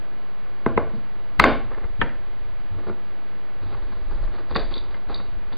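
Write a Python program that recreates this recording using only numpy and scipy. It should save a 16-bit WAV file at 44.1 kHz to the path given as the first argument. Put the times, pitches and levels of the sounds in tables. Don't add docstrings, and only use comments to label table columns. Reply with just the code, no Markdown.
import sys
import numpy as np
from scipy import signal
from scipy.fft import rfft, irfft, next_fast_len
from scipy.io import wavfile
from scipy.ndimage import map_coordinates

SR = 44100
rng = np.random.default_rng(int(sys.argv[2]) if len(sys.argv) > 2 else 0)


def unload_audio(sound):
    columns = np.transpose(np.atleast_2d(sound))
    steps = np.round(np.clip(columns, -1, 1) * 32767)
    wavfile.write(sys.argv[1], SR, steps.astype(np.int16))


N = 245637

# (time [s], level [dB], contact lowpass [Hz], bench level re block [dB],
# bench tilt [dB/octave], room level [dB])
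KNOCKS = [(0.6619, -7.5, 1520, -3.5, 1, -8.5), (0.7757, -4.5, 1350, -8.5, 6.5, -8),
          (0.935, -35.5, 900, 2, -2.5, -0.5), (1.3947, -11.5, 9000, -28, 11.5, -8.5),
          (1.3972, 4, 8000, -21, -3.5, -10.5), (1.4394, 1.5, 2820, -23, -2.5, -3.5),
          (1.476, -18, 2200, 0.5, 9, 0)]
# (frequency [Hz], relative level [dB per Hz])
THUD_SPECTRUM = [(25, -17.5), (45, 0.5), (85, 5.5), (140, -9.5), (250, -16.5), (600, -85)]


def amp(db):
    return 10 ** (np.asarray(db) / 20)


def unit(x):
    return x / np.sqrt(np.mean(x ** 2) + 1e-20)


def along(points, hz):
    f, v = np.transpose(points)
    return np.interp(np.log(hz + 1), np.log(f + 1), v)


def wobble(rate):
    knots = rng.standard_normal(int(N * rate / SR) + 4)
    return map_coordinates(knots, [np.arange(N) * rate / SR])


def filtered(x, response):
    n = x.shape[-1]
    padded = next_fast_len(n + SR // 4)
    spectrum = rfft(x, padded) * response(np.fft.rfftfreq(padded, 1 / SR))
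    return irfft(spectrum, padded)[..., :n]


def add(track, s, sound):
    part = track[..., round(s * SR):][..., :sound.shape[-1]]
    part += sound[..., :part.shape[-1]]


def noise(spectrum):
    return unit(filtered(rng.standard_normal(N), lambda hz: amp(along(spectrum, hz))))


def swell(s, length, attack, release):
    t = np.arange(N) / SR - s
    return np.clip(t / attack, 0, 1) * amp(-60 * np.maximum(t - length, 0) / release)


def ring(modes, tilt_db=0, scatter_db=-2.2):
    t = np.arange(SR // 5) / SR
    hz, db, t60 = np.transpose(modes)[:, :, None]
    octaves = np.log2(hz) - np.log2(hz).mean()
    level = db + tilt_db * octaves + scatter_db * rng.standard_normal(hz.shape)
    sign = (-1) ** np.arange(len(hz))[:, None]
    return np.sum(sign * amp(level - 60 * t / t60) * np.sin(2 * np.pi * hz * t), axis=0)


def crack(db, t60, edge_hz):
    t = np.arange(SR // 5) / SR
    lowpass = signal.butter(4, min(edge_hz, SR / 3), fs=SR, output="sos")
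    grit = signal.sosfilt(lowpass, rng.standard_normal(len(t)))
    return unit(grit) * amp(db - 60 * t / t60)


def in_room(sound, room_db, scattered=0, build=0.0092, ring_db=-1.5):
    # (frequency [Hz], reverberation time t60 [s])
    room_decay = [(100, 0.6), (400, 0.32), (1200, 0.41), (4000, 0.44), (8000, .15)]
    # (frequency [Hz], echo level [dB])
    room_colour = [(60, -5.5), (200, 0.5), (450, 6.5), (1050, -2.5), (2300, -4), (3300, -8.5), (4900, -5.5),
                   (5300, -42.5), (7000, -24), (12000, -27.5)]
    hz, t, z = signal.stft(rng.standard_normal(SR * 3 // 4), SR, nperseg=256)
    decay = amp(-60 * t / along(room_decay, hz)[:, None])
    fade = decay * (1 - np.exp(-t / build))
    colour = amp(along(room_colour, hz))[:, None]
    tail = signal.istft(z * fade * colour, SR, nperseg=256)[1]
    radiated = amp(ring_db) * sound + scattered
    out = amp(room_db) * signal.fftconvolve(radiated, tail) / np.sqrt(SR / 40)
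    add(out, 0, sound)
    return out


def blows(rows, modes, crack_db, crack_t60, crack_hz, click_db, click_hz):
    # (frequency [Hz], level [dB], t60 [s])
    bench_modes = [(143, -5.5, 0.067), (224, 1, 0.075), (356, -1, 0.03), (456, -4, 0.048),
                   (671, -10.5, 0.04), (849.5, -18, 0.14)]
    out = np.zeros(N)
    impulse = amp(click_db) * signal.unit_impulse(SR // 5)
    click = signal.lfilter(*signal.butter(1, min(click_hz, SR / 3), fs=SR), impulse)
    for s, db, bright_hz, bench_db, tilt_db, room_db in rows:
        contact = signal.butter(2, min(bright_hz, SR / 3), fs=SR)
        body = ring(modes) + crack(crack_db, crack_t60, crack_hz)
        body = body + amp(bench_db) * ring(bench_modes, tilt_db)
        body, scattered = signal.lfilter(*contact, [body, click])
        add(out, s, amp(db) * in_room(body, room_db, scattered))
    return out


def seated(rows, bench_db, tilt_db, room_db):
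    return [(*row, bench_db, tilt_db, room_db) for row in rows]


def block_knocks():
    # (frequency [Hz], level [dB], t60 [s])
    block_modes = [(822, -10.5, 0.013), (1000, -2.5, 0.025), (1132, -2, 0.017), (1274, -9.5, 0.03),
                   (1562, -8, 0.018), (2070, -7, 0.025), (2340, -7.5, 0.0076), (2606, -11, 0.015),
                   (3650, -13.5, 0.017), (3820, -12.5, 0.006), (4650, -25.5, .014), (6500, -39, 0.011),
                   (8700, -28, 0.018), (12400, -24.5, .006)]
    return blows(KNOCKS, block_modes, crack_db=-17.5, crack_t60=0.011, crack_hz=4300,
                 click_db=30.5, click_hz=1550)


def shell_taps():
    # (time [s], level [dB], contact lowpass [Hz])
    taps = [(1.745, -44, 2510), (2.0146, -15, 2330), (2.0192, -27.5, 2000), (4.9435, -43.5, 2990),
            (5.519, -51.5, 2500)]
    # (frequency [Hz], level [dB], t60 [s])
    shell_modes = [(940, -9, 0.15), (1250, -8, 0.046), (1608, 0.5, 0.038), (1784, 2.5, 0.052),
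                   (2077, 2, 0.039), (2910, -7, 0.046), (3260, 0.5, 0.013)]
    return blows(seated(taps, bench_db=-17, tilt_db=-3, room_db=-8), shell_modes,
                 crack_db=-0.5, crack_t60=0.048, crack_hz=2470, click_db=35.0, click_hz=2000)


def shelf_bumps():
    # (time [s], level [dB], contact lowpass [Hz])
    bumps = [(2.869, -27, 1300), (2.883, -30, 1200), (2.897, -24.5, 1800), (2.907, -27, 604)]
    # (frequency [Hz], level [dB], t60 [s])
    shelf_modes = [(349, -9.5, 0.19), (410, -1, 0.021), (680, -16, 0.034), (1120, -11, 0.03),
                   (1427, -7.5, 0.045), (2150, -15, 0.037)]
    return blows(seated(bumps, bench_db=-5, tilt_db=1.5, room_db=-8.5), shelf_modes,
                 crack_db=-30, crack_t60=0.054, crack_hz=3000, click_db=31, click_hz=900)


def tub_bumps():
    # (time [s], level [dB], contact lowpass [Hz])
    bumps = [(3.726, -38.5, 2020), (3.746, -35.5, 1990), (4.110, -38.5, 1774), (4.174, -42, 1800),
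             (4.2755, -39.5, 4986), (4.381, -39.5, 2500), (4.510, -33, 594), (4.5548, -18.5, 2000),
             (4.5592, -17, 2430), (4.566, -28, 1720), (4.592, -29.5, 600), (5.097, -30, 1390),
             (5.200, -38, 1960)]
    # (frequency [Hz], level [dB], t60 [s])
    tub_modes = [(451, -9.5, 0.15), (530, -10, 0.097), (813, -4, 0.08), (900, -4, 0.013), (1124, -2, 0.04),
                 (1414, -4.5, 0.036), (1840, -6.5, 0.024), (2500, -17, 0.057)]
    return blows(seated(bumps, bench_db=-11, tilt_db=0, room_db=-12.5), tub_modes,
                 crack_db=-4.5, crack_t60=0.06, crack_hz=2400, click_db=42.5, click_hz=1900)


def clinks():
    # (time [s], level [dB])
    ticks = [(4.548, -28), (4.561, -22.5), (4.567, -24.5), (4.595, -33.5), (4.74, -29), (4.754, -35.5),
             (4.764, -33), (4.779, -31), (5.144, -26.5), (5.160, -33), (5.176, -41), (5.530, -42)]
    # (frequency [Hz], level [dB], t60 [s])
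    brass_modes = [(3630, 3.5, 0.015), (3980, -6.5, 0.021), (3856, -14.5, 0.055), (4260, -9.5, 0.04),
                   (4564, -5, 0.028)]
    attack_s, detune = 0.00073, 0.025
    out = np.zeros(N)
    for (s, db), chance in zip(ticks, rng.standard_normal(len(ticks))):
        modes = [(hz * (1 + detune * chance), level, t60) for hz, level, t60 in brass_modes]
        tick = ring(modes, scatter_db=3)
        tick *= 1 - np.exp(-np.arange(len(tick)) / SR / attack_s)
        add(out, s, amp(db) * in_room(tick, room_db=2))
    return out


def handling():
    # (time [s], length [s], rub level [dB], scratch level [dB], rumble level [dB])
    strokes = [(0.872, 0.11, -66, -66, -46.5), (1.694, 0.15, -41, -70, -61), (2.70, 0.071, -57, -73, -38.5),
               (2.765, 0.077, -44, -64, -50.5), (2.854, 0.043, -40.5, -59, -41),
               (3.608, 0.15, -48, -58.5, -40), (3.766, 0.74, -49.5, -64, -54),
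               (4.102, 0.13, -47, -60.5, -45), (4.31, 0.074, -44, -57, -61),
               (4.494, 0.1, -38.5, -53.5, -38.5), (4.694, 0.078, -41, -48, -49),
               (4.794, 0.18, -47.5, -59.5, -59), (5.074, 0.086, -40, -52.5, -44.5),
               (5.148, 0.08, -51, -64, -48), (5.507, 0.031, -41, -52, -46)]
    # (frequency [Hz], relative level [dB per Hz])
    rub_spectrum = [(100, -27), (220, -3.5), (360, 2.5), (520, -3), (750, -8), (1100, -5), (1500, -10),
                    (2400, -20.5), (4500, -53), (5500, -88)]
    # (frequency [Hz], relative level [dB per Hz])
    scratch_spectrum = [(1000, -36), (2000, 5.5), (3000, 1.5), (3900, 9), (4800, 6.5), (5300, -50),
                        (7000, -100)]
    attack_s, release_s = 0.019, 0.19
    power = sum(np.outer(amp(levels), swell(s, length, attack_s, release_s)) ** 2
                for s, length, *levels in strokes)
    rub, scratch, rumble = np.sqrt(power)
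    catches = unit(amp(2.87 * wobble(70) + 2.26 * wobble(400)))
    sliding = rub * noise(rub_spectrum) + scratch * noise(scratch_spectrum)
    return catches * sliding + rumble * noise(THUD_SPECTRUM)


def bench_motion():
    # (time [s], length [s], tremble level [dB])
    leans = [(1.8, 0.85, -41), (3.674, 0.64, -36), (4.06, 0.27, -31.5), (4.48, 0.472, -32),
             (5.04, 0.52, -38)]
    rock_hz, rock_width_hz, rock_db, rock_t60_s = 23.77, 11.8, -35, 2.64
    boom_db, boom_t60_s = -33, 0.63
    t = np.arange(N) / SR
    rocking, boom_power = np.zeros(N), np.zeros(N)
    for s, db, *_ in KNOCKS:
        sway = np.sin(2 * np.pi * rock_hz * t)
        add(rocking, s, amp(db + rock_db - 60 * t / rock_t60_s) * sway)
        add(boom_power, s, amp(db + boom_db - 60 * t / boom_t60_s) ** 2)

    def legs(hz):
        damping = 1j * hz * rock_width_hz
        return damping / (rock_hz ** 2 - hz ** 2 + damping)

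    tremble = unit(filtered(rng.standard_normal(N), lambda hz: legs(hz) ** 2))
    weight = sum(amp(db) * swell(s, length, attack=0.04, release=0.25) for s, length, db in leans)
    return rocking + weight * tremble + np.sqrt(boom_power) * noise(THUD_SPECTRUM)


def bell_pulses(rows):
    out = np.zeros(N)
    for s, db, length in rows:
        add(out, s, amp(db) * np.hanning(int(length * SR)))
    return out


def low_pulses():
    # (time [s], level [dB], length [s])
    pulses = [(0.763, -22, 0.007), (1.39, -21, 0.0069), (1.845, -20, 0.016), (1.994, -20, 0.0049),
              (1.996, -22.5, 0.02), (2.029, -20.5, 0.011), (2.038, -21, 0.006), (5.366, -26.5, 0.025)]
    return bell_pulses(pulses)


def side_bursts():
    # (time [s], level [dB], length [s])
    bursts = [(0.659, -32.5, 0.013), (0.758, -22.5, 0.035), (1.387, -17, 0.025), (1.988, -22.5, 0.063),
              (4.545, -25.5, .022)]
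    # (frequency [Hz], relative level [dB per Hz])
    burst_spectrum = [(30, -0.5), (120, -3.5), (300, -8), (700, -16), (1200, -26.5), (3000, -22),
                      (4800, -44.5), (6000, -70.5)]
    return bell_pulses(bursts) * noise(burst_spectrum)


def dull(x, leak_db):
    edge_hz = 4950
    return filtered(x, lambda hz: amp(leak_db) + 1 / (1 + (hz / edge_hz) ** 60))


def air():
    # (frequency [Hz], relative level [dB per Hz])
    air_spectrum = [(12, -37), (20, 7.5), (64, -16.5), (125, -6), (158, -19), (185, -8.5), (273, -15),
                    (293, -9), (569, -14), (653, -11.5), (767, -15.5), (964, -15), (1960, -20), (4800, -33),
                    (6240, -77.5), (10600, -120)]
    # (frequency [Hz], side level re mid [dB])
    side_balance = [(30, -14), (80, -5), (200, -12), (600, -6), (850, -33.5), (4800, -31)]
    rush = np.array([noise(air_spectrum), noise(air_spectrum)])
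    mid, side = amp(-46.0) * dull(rush, leak_db=-40.5)
    return mid, filtered(side, lambda hz: amp(along(side_balance, hz)))


def scene():
    blocks = block_knocks()
    small_sounds = shell_taps() + shelf_bumps() + tub_bumps() + clinks() + handling()
    objects = blocks + dull(small_sounds, leak_db=-33.5)
    air_mid, air_side = air()
    side_walls = in_room(objects, room_db=-29)[:N] - objects
    mid = objects + bench_motion() + low_pulses() + air_mid
    side = side_bursts() + side_walls + air_side
    return np.array([mid + side, mid - side]) * amp([[.15], [-.15]])


def record(dry):
    offset, top_hz = .065, 15600
    clipped = np.clip(dry + [[offset], [-offset]], -1, 1)
    return filtered(clipped, lambda hz: hz < top_hz)


dry = scene()
out = record(dry)
unload_audio(out)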